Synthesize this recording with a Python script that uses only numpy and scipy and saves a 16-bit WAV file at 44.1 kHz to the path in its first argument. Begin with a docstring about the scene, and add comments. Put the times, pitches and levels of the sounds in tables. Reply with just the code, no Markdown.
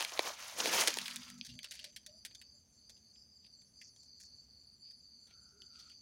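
"""A dense crunch of steps in dry fallen leaves and grass, then someone stands still.
The sole crushes leaves in thousands of tiny breaks, stalks snap, blades slide over each other,
and the pressed litter ticks on as the weight settles. Insects rub their wings in a steady buzz;
birds call far off, and a low drone swells briefly over a faint outdoor rumble."""
import sys
import numpy as np
from scipy import signal
from scipy.fft import rfft, irfft
from scipy.io import wavfile
from scipy.ndimage import uniform_filter1d

SR = 44100
rng = np.random.default_rng(int(sys.argv[2]) if len(sys.argv) > 2 else 0)


def wav_out(sig):
    """Save sig, one row per channel (or a flat mono array), as 16-bit PCM at SR to the path in sys.argv[1]."""
    wavfile.write(sys.argv[1], SR, np.round(np.clip(np.atleast_2d(sig).T, -1, 1) * 32767).astype(np.int16))


N = 265041
TIME = np.arange(N) / SR
LEAF_HZ = 4500  # pitch of a typical leaf's crack


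def undb(db):
    """Decibels to gain."""
    return 10 ** (np.asarray(db) / 20)


def unit(x):
    """Scale to rms 1."""
    return x / np.sqrt(np.mean(x ** 2) + 1e-30)


def colour(x, points):
    """Causal EQ through (f/Hz, level/dB) points, so that clicks keep their sharp front."""
    size = 4096
    hz, db = np.transpose(points)
    bin_hz = np.maximum(np.arange(size // 2 + 1) * SR / size, 1)
    gain = undb(np.interp(np.log(bin_hz), np.log(hz), db))
    cepstrum = irfft(np.log(gain))
    cepstrum[1:size // 2] *= 2  # fold to minimum phase
    cepstrum[size // 2 + 1:] = 0
    impulse = irfft(np.exp(rfft(cepstrum)))
    return signal.fftconvolve(x, impulse)[:len(x)]


def band(x, lo_hz, hi_hz, order=2):
    """Band-pass, scaled to rms 1."""
    edges = np.clip([lo_hz, max(hi_hz, lo_hz + 10)], 10, [SR / 2 - 20, SR / 2 - 10])
    return unit(signal.sosfilt(signal.butter(order, edges, "band", fs=SR, output="sos"), x))


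def walk(rate):
    """Random drift that glides to a new value rate times a second; rms 1."""
    hold = max(int(SR / rate), 1)
    steps = np.repeat(rng.standard_normal(N // hold + 1), hold)
    return unit(uniform_filter1d(steps, hold)[:N])


def envelope(start, hold, attack_s, release_s):
    """Rises to 1 at the start, holds, then dies away; attack and release are time constants."""
    return np.exp(np.minimum(TIME - start, 0) / attack_s - np.maximum(TIME - start - hold, 0) / release_s)


def swell(start, length):
    """The samples of a short sound, and its rounded rise and fall."""
    span = np.flatnonzero((TIME >= start) & (TIME < start + max(length, .01)))
    return span, signal.windows.tukey(len(span), .6)


def resonance(drive, hz, width_hz, order=3):
    """A narrow, noise-driven resonance whose centre may move; rms 1."""
    push = drive * (rng.standard_normal(N) + 1j * rng.standard_normal(N))
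    swing = signal.sosfilt(signal.butter(order, width_hz / 2, fs=SR, output="sos"), push)
    phase = 2 * np.pi * np.cumsum(hz * np.ones(N)) / SR
    return unit(np.real(swing * np.exp(1j * phase)))


def fractures(rate, spread_db):
    """Tiny breaks at random moments, many small and a few large; mean power near 1."""
    happens = rng.random(N) < rate / SR
    size = undb(spread_db * np.minimum(rng.exponential(size=N), 4))
    clicks = happens * size * rng.choice([-1, 1], N)
    power = np.maximum(uniform_filter1d(clicks ** 2, SR // 20), 0)
    return clicks / np.sqrt(power + 1e-9)


def air():
    """The bed: distant outdoor rumble and a thin even hiss."""
    # spectrum of still air outdoors: f/Hz, level/dB
    spectrum = [(20, -17), (40, -9), (65, 7), (100, 2), (160, -1), (230, 2), (320, -10.5), (600, -14),
                (1000, -21.5), (4000, -24), (8000, -26), (16000, -33.5)]
    return undb(-73 + 0.64 * walk(4)) * unit(colour(rng.standard_normal(N), spectrum))


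def drone():
    """A low wavering drone, perhaps a far motor, that ends in a duller rumble."""
    # partials of the drone: f/Hz, level/dB
    partials = [(145, -12.5), (194, -4), (243, -1)]
    # its swells: t/s, hold/s, level/dB
    swells = [(0.93, 0.285, -60.5), (1.269, 0.16, -59.5), (1.5, 0.11, -62)]
    hum = 0
    for hz, db in partials:
        tone = np.sin(2 * np.pi * hz * TIME + rng.uniform(0, 2 * np.pi))
        hum += undb(db) * (tone + .5 * resonance(1, hz, width_hz=29, order=2))
    level = sum(undb(db) * envelope(s, hold, attack_s=0.021, release_s=0.0079) for s, hold, db in swells)
    waver = undb(4 * walk(22))
    out = level * waver * unit(hum)
    span, shape = swell(start=1.47, length=0.11)
    rumble = band(rng.standard_normal(N), 66, 166, order=3)
    out[span] += undb(-57) * shape * unit(rumble[span])
    return out


def birds():
    """Distance leaves one partial of each call, blurred by many paths through the trees."""
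    # far calls: t/s, length/s, level/dB, first f/Hz, last f/Hz, blur/Hz
    calls = [(1.184, 0.23, -71, 1415, 1287, 71), (1.515, 0.25, -78.5, 605, 601, 35.2),
             (1.799, 0.12, -71, 620, 588, 44.7), (2.056, 0.14, -69.5, 594, 647, 36),
             (2.51, 0.088, -83, 602, 580, 24.4), (5.195, 0.58, -78.5, 1372, 1442, 161.4),
             (5.481, 0.2, -77.5, 422.5, 380, 45), (5.669, 0.28, -72.5, 1402, 1342, 168.5)]
    out = np.zeros(N)
    paths = rng.standard_normal(N) + 1j * rng.standard_normal(N)
    for s, length, db, first_hz, last_hz, blur_hz in calls:
        span, shape = swell(s, length)
        blur = signal.sosfilt(signal.butter(2, blur_hz / 2, fs=SR, output="sos"), paths[span])
        phase = 2 * np.pi * np.cumsum(np.linspace(first_hz, last_hz, len(span))) / SR
        out[span] += undb(db) * shape * unit(np.real(blur * np.exp(1j * phase)))
    return out


def strokes(rate, depth_db, wander):
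    """Tremolo of wings that rub to and fro, slightly unevenly."""
    cycles = np.cumsum(rate * (1 + wander * walk(16))) / SR
    return undb(depth_db * np.cos(2 * np.pi * cycles))


def chorus_and_hiss():
    """Each kind of insect rubs its wings at its own pitch; a faint high hiss flickers alongside."""
    # level curve of the high buzz: t/s, level/dB
    high_curve = [(1.4, -67), (2.6, -74), (3.0, -71.5), (3.35, -77.5), (3.55, -73), (4.3, -72),
                  (4.7, -79.5), (5.3, -73), (6.0, -70.5)]
    # a far insect at 5440 Hz, then faint flickering hiss near 9-10 kHz: f/Hz, width/Hz, level/dB
    faint_bands = [(5440, 360, -85.5), (9350, 510, -87.5), (9940, 260, -87.5)]
    high_wings = strokes(130, depth_db=-1.5, wander=.1)
    high = resonance(high_wings, 6124 + 60 * walk(6.7), width_hz=450, order=4)
    high *= undb(np.interp(TIME, *np.transpose(high_curve)))
    peak_s, period_s, dip_db = 1.13, 0.205, 14.5  # the trill comes in regular bursts
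    bursts = undb(-75.5 - dip_db * np.sin(np.pi * (TIME - peak_s) / period_s) ** 2)
    trill_wings = strokes(55, depth_db=1.5, wander=0.06)
    trill = bursts * resonance(trill_wings, 7276 + 35 * walk(6), width_hz=89, order=2)
    faint = 0
    for hz, width_hz, db in faint_bands:
        flicker = undb(6 * np.clip(walk(29), -2, 2))
        faint += undb(db) * resonance(flicker, hz, width_hz)
    whine = undb(-95) * resonance(1, 12300, width_hz=220, order=2)  # one thin steady insect
    return high + trill + faint + whine


def buzz(pitch_hz):
    """One insect drags a toothed file over a scraper: each wing stroke swells, sinks in pitch, fades."""
    strokes_per_s, sag_hz, wander_hz, depth_db = 28, 278, 30.35, 3
    stroke = np.cumsum(strokes_per_s * (1 + .25 * walk(20))) / SR % 1
    wings = undb(-depth_db * np.cos(2 * np.pi * stroke))
    hz = pitch_hz + wander_hz * walk(8) + sag_hz * (.5 - stroke)
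    teeth = strokes(200, depth_db=1.5, wander=0.13)
    return resonance(wings * teeth, hz, width_hz=450, order=6)


def near_insects():
    """Two neighbours sing the same phrases, their wing strokes out of step."""
    # phrases of the song: t/s, length/s, level/dB, f/Hz
    phrases = [(0.894, 0.42, -61.5, 4750), (1.41, 0.45, -61, 4650), (1.965, 0.042, -67.5, 4800),
               (2.066, 0.5, -63, 4680), (2.79, 0.086, -64, 4580), (2.89, 0.078, -64, 4800),
               (3.04, 0.074, -65.5, 4500), (3.16, 0.07, -62, 4880), (3.3, 0.22, -64, 4720),
               (3.54, 0.064, -62, 4580), (3.774, .1, -61.5, 4650), (4.005, 0.4, -60, 4590),
               (4.502, 0.25, -63, 4600), (4.847, 0.071, -55, 4670), (4.979, 0.27, -61.5, 4580),
               (5.347, 0.13, -62, 4620), (5.614, 0.37, -60, 4660)]
    gains = np.array([undb(db) * envelope(s, length, attack_s=0.036, release_s=0.06)
                      for s, length, db, _ in phrases]) + 1e-12
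    pitch_hz = np.array(phrases)[:, 3] @ gains / gains.sum(axis=0)  # glides from phrase to phrase
    level = np.maximum(gains.max(axis=0), undb(-77))  # a soft buzz stays between phrases
    return level * unit(buzz(pitch_hz) + buzz(pitch_hz))


def swishes():
    """Blades and loose leaves slide lightly over each other: a fine grain of tiny slips."""
    # slides: t/s, length/s, level/dB, f/Hz, width/Hz
    slides = [(1.445, 0.1, -71, 4470, 3930), (1.632, 0.049, -57.5, 3660, 4820),
              (1.686, 0.24, -61, 4300, 4540), (3.407, .09, -82.5, 3540, 1510),
              (3.787, 0.13, -62, 5780, 1616), (3.958, 0.13, -71.5, 6060, 2217),
              (4.183, 0.1, -62.5, 5900, 2180), (4.829, 0.089, -79.5, 3460, 2470),
              (5.273, 0.087, -75, 3270, 2190), (5.687, 0.3, -70.5, 4680, 4500)]
    out, slips = np.zeros(N), fractures(420, spread_db=1.0)
    for s, length, db, hz, width in slides:
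        span, shape = swell(s, length)
        grain = band(slips[span], max(hz - width / 2, 1200), hz + width / 2, order=3)
        out[span] += undb(db) * shape * grain
    return out


def ticks(count=26):
    """The litter springs back in small ticks that thin out and fade; gives rows for snaps()."""
    start_s, first_gap_s, gap_growth, fade_db_per_s = 0.99, 0.022, 1.054, 15.5
    when, loud, pitch, tear = rng.uniform(-1, 1, (count, 4)).T
    gaps = first_gap_s * gap_growth ** np.arange(count)
    ages = np.cumsum(gaps) + gaps * when / 2
    levels_db = -60 - fade_db_per_s * ages + 3 * loud
    pitches_hz = LEAF_HZ * 2 ** (0.26 * pitch)
    tears_s = 0.0048 * 2 ** tear
    return [(*tick, -20, 0) for tick in zip(start_s + ages, levels_db, pitches_hz, tears_s)]


def snap(hz, tear_s, body_db, flap_db, edge_db, chance):
    """A first crack, then a dying run of smaller ones as the tear spreads and the leaf's modes ring."""
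    timing, strength, detune = chance  # three rows of Gaussian noise
    t = TIME[:len(timing)]
    cracks = (timing > 1) * strength * np.exp(-t / tear_s) * (1 - np.exp(-3 * t / tear_s))
    # a brittle stalk goes in one crack, a leaf gives way bit by bit
    cracks[0] += np.sqrt(0.0025 / tear_s) * np.linalg.norm(cracks) + 1e-6
    mode_ratio, mode_spread, ring_cycles = 0.72, 0.25, 13  # five short modes, mostly below the crack
    mode_hz = np.minimum(mode_ratio * hz * np.exp(mode_spread * detune[:5, None]), 9000)
    modes = np.cos(2 * np.pi * mode_hz * t) * np.exp(-mode_hz * t / ring_cycles)
    ringing = signal.fftconvolve(cracks, modes.sum(axis=0))[:len(t)]
    ring = band(unit(cracks) + 0.17 * unit(ringing), hz * 0.641, hz * 1.374, order=6)
    body = undb(body_db) * band(cracks, 330, 976, order=4)
    flap = undb(flap_db) * band(cracks, 1544, 2750, order=4)
    # bright edge of a crack: f/Hz, level/dB
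    edge_eq = [(3500, -44), (6000, 5.5), (7000, 4), (10000, 5), (12500, -5), (16000, -7.5)]
    edge = undb(edge_db) * unit(colour(cracks, edge_eq))
    return (ring + body + flap + edge) * np.sqrt(SR / 100 / len(t))  # ring energy: 10 ms at rms 1


def snaps():
    """Leaves and stalks break one by one; a papery leaf adds flap and edge to a stalk's bare ring."""
    # single breaks: t/s, ring level over 10 ms/dB, f/Hz, tear/s, hollow body/dB, papery share/dB
    breaks = [(0.0076, -38.5, 3980, 0.00021, -9.5, -5), (0.016, -43, 3720, .0004, -21, -7),
              (0.0253, -45, 3860, 0.00082, -13, 6), (0.0485, -38, 3540, 0.0012, -39, -2),
              (0.121, -53, 3840, 0.00046, -1, 1.5), (0.1758, -44, 3250, 0.00037, -25, -11),
              (0.1926, -30.5, 3290, 0.00073, 0, -6.5), (0.6025, -35, 3810, 0.0021, -7.5, -10),
              (0.6578, -36.5, 3580, 0.00088, -1.5, -0.5), (0.673, -41.5, 4650, 0.0047, 2.5, 1),
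              (0.7287, -41, 4550, 0.0046, -2.5, 2), (0.805, -37.5, 4800, 0.0036, -30, 4),
              (0.8108, -36.5, 5100, .003, -33, 3), (0.837, -44, 4000, 0.0015, 3, 5),
              (0.8745, -32, 4280, 0.00048, -23, 2.5), (0.878, -40, 4500, 0.0014, -26, 9.5),
              (0.881, -35.5, 4230, 0.0026, -6, 4.5), (0.905, -48, 4330, .0004, -17, 4),
              (0.9412, -43, 5300, 0.00019, -36, -4), (0.971, -42, 4480, 0.0023, -1.5, 1),
              (0.9866, -39, 4080, 0.0012, -20, 2), (1.015, -46, 4820, .0033, -18, -3),
              (1.0575, -41.5, 4100, .0062, -39, -4), (1.0805, -44, 3550, 0.0022, -36, 1),
              (1.1103, -47.5, 3840, 0.0029, -32, -4), (1.16, -51.5, 5300, 0.00095, -31, 9.5),
              (1.165, -45.5, 4600, 0.0015, -31, -1.5), (1.232, -54.5, 4870, .0034, -27, -14),
              (1.301, -57.5, 4660, 0.0023, -20, 6), (1.379, -64, 5260, 0.0016, -35, -17),
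              (1.412, -43, 3860, 0.00023, -48, -42), (1.4488, -52, 4930, 0.01, -26, -1.5),
              (1.4651, -53.5, 4650, 0.0056, -34, 0), (1.492, -51, 4270, .014, -33, -8),
              (1.59, -48, 3350, 0.003, -44, -5), (1.631, -53, 4800, .0024, -46, -2),
              (1.6438, -45.5, 4230, 0.0049, -23.5, -2.5), (1.7102, -49.5, 5170, 0.0031, -43, -3.5),
              (1.7167, -49.5, 4270, 0.0078, -39, 3), (1.7375, -56.5, 4770, 0.013, -13.5, 3),
              (1.754, -58.5, 4430, 0.0041, -32, 3), (1.7921, -49, 4070, 0.0064, -30, -6),
              (1.8424, -46.5, 4480, 0.0059, -20.5, -1.5), (1.9626, -48, 4310, 0.0069, -31, 0.5),
              (2.0634, -51.5, 5070, 0.0049, -31.5, -1.5), (2.25, -47, 4410, 0.0075, -22.5, 4),
              (2.311, -64, 3170, .005, -14, -6), (2.3493, -52.5, 4970, 0.0055, -32, -6.5),
              (2.4152, -58, 4030, 0.0053, -21, 2.5), (2.8958, -57.5, 5110, 0.0069, -15.5, -1.5),
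              (2.9672, -70.5, 4310, .0065, -15, -8), (3.1582, -71.5, 3400, 0.0035, -17, -19),
              (3.447, -67.5, 3700, .002, -14.5, -9), (3.463, -68, 3990, 0.0057, -19.5, -7),
              (3.6185, -73.5, 4710, 0.0029, -23.5, 4), (3.815, -59, 2570, 0.0057, -29.5, 2),
              (3.9622, -66.5, 5060, .0021, -15.5, -5.5), (4.0329, -65.5, 5840, .0035, -20, -10),
              (4.2016, -63, 5380, 0.01, -22.5, 4), (4.236, -72, 5480, 0.002, -32.5, 7),
              (4.9083, -68, 4780, 0.0089, -24, 1), (5.271, -69, 4630, 0.0079, -13, -1),
              (5.309, -66, 3280, .003, -12, -6), (5.6194, -54.5, 4200, 0.0016, -34, -13.5),
              (5.7551, -67, 4060, 0.0017, -24, -13), (5.792, -55.5, 4760, 0.014, -26, -7),
              (5.8975, -62.5, 4280, 0.0065, -32.5, -4), (5.918, -70, 3390, 0.0046, -25, -3)]
    rows, size = breaks + ticks(), SR // 12
    out = np.zeros(N + size)
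    chances = rng.standard_normal((len(rows), 3, size))
    for (s, db, hz, tear_s, body_db, papery_db), chance in zip(rows, chances):
        bright_db = 5.5 * np.log2(hz / LEAF_HZ)  # smaller, higher leaves: more edge, less flap
        flap_db = -8.5 + papery_db - bright_db
        edge_db = -4.5 + papery_db + bright_db
        start = int(s * SR)
        out[start:start + size] += undb(db) * snap(hz, tear_s, body_db, flap_db, edge_db, chance)
    return out[:N]


def footsteps():
    """The harder the sole presses, the more leaves break each second; the packed layer sounds hollow."""
    # pushes into the litter: t/s, hold/s, crackle level/dB, crush re crackle/dB, thud re crackle/dB
    pushes = [(0.0, 0.018, -40.5, -4.5, -24), (0.075, 0.024, -51.5, -13.5, -29),
              (0.135, 0.098, -49.5, -2, -21.5), (0.258, 0.028, -43, -0.5, -12.5),
              (0.39, 0.14, -50.5, -7.5, -39), (0.59, .13, -39, -9, -9), (0.738, .08, -32.5, -8, -12.5),
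              (0.876, 0.0036, -35.5, -11.5, -12.5), (0.99, 0.15, -51, -17, -34.5),
              (1.2, 0.083, -58.5, -18, -26)]
    # crackle of dry leaves: f/Hz, level/dB
    crackle_eq = [(500, -44.5), (900, -5), (1500, -1), (2600, -0.5), (4000, -1.5), (5200, -1), (6500, -0.5),
                  (7800, -11.5), (10000, -10), (12500, -16), (16000, -16)]
    # hollow crush of the packed layer below: f/Hz, level/dB
    crush_eq = [(150, -43.5), (400, -13.5), (600, 2.5), (850, 0), (1200, 1), (1600, -6.5), (2500, -21.5)]
    # thud of the weight: f/Hz, level/dB
    thud_eq = [(40, -43.5), (100, -19.5), (200, -8), (300, -4.5), (420, 0.5), (520, 1), (700, -8),
               (1400, -49)]
    crackle_power = crush_power = thud_power = 1e-18
    for s, hold, db, crush_db, thud_db in pushes:
        push = undb(db) * envelope(s, hold, attack_s=0.017, release_s=0.03)
        # pressed leaves go on creaking, softer, and die away
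        creak = undb(db - 8.5) * envelope(s, hold, attack_s=0.017, release_s=0.12)
        crackle_power += push ** 2 + creak ** 2
        crush_power += (push * undb(crush_db)) ** 2
        thud_power += (push * undb(thud_db)) ** 2
    pressure = np.sqrt(crackle_power) / undb(-35)
    breaks_per_s = 80 + 4000 * np.sqrt(pressure)  # in each band
    crackle = 0
    for hz in np.geomspace(700, 14000, 8):
        # fragments of each size break at their own moments, in small flurries
        flurry = undb(2.8 * walk(90))
        fragments = band(fractures(breaks_per_s, spread_db=1.5), hz * 0.81, hz * 1.29)
        crackle += np.sqrt(hz) * flurry * fragments
    crackle = unit(colour(crackle, crackle_eq)) * np.sqrt(crackle_power)
    crush = unit(colour(fractures(2500, spread_db=0.0), crush_eq)) * np.sqrt(crush_power)
    thud = unit(colour(fractures(1500, spread_db=3.5), thud_eq)) * np.sqrt(thud_power)
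    return crackle + crush + thud


def scatter(x, wet_db, t60):
    """Ground, legs and plants throw back a short diffuse tail."""
    t = TIME[:SR // 4]
    tail = band(rng.standard_normal(len(t)), 500, 8000, order=1) * undb(-60 * t / t60)
    return x + undb(wet_db) * signal.fftconvolve(x, tail / np.linalg.norm(tail))[:N]


def scene():
    """Leaves underfoot, insects around, birds far off; mono."""
    leaves = scatter(footsteps() + snaps() + swishes(), wet_db=-19.5, t60=0.23)
    return (leaves + drone() + near_insects() + chorus_and_hiss() + birds() + air())[None]


def record(dry):
    """A steep low-pass takes off the top above 15.9 kHz."""
    return signal.sosfilt(signal.ellip(10, .2, 70, 15900, fs=SR, output="sos"), dry)


dry = scene()
out = record(dry)
wav_out(out)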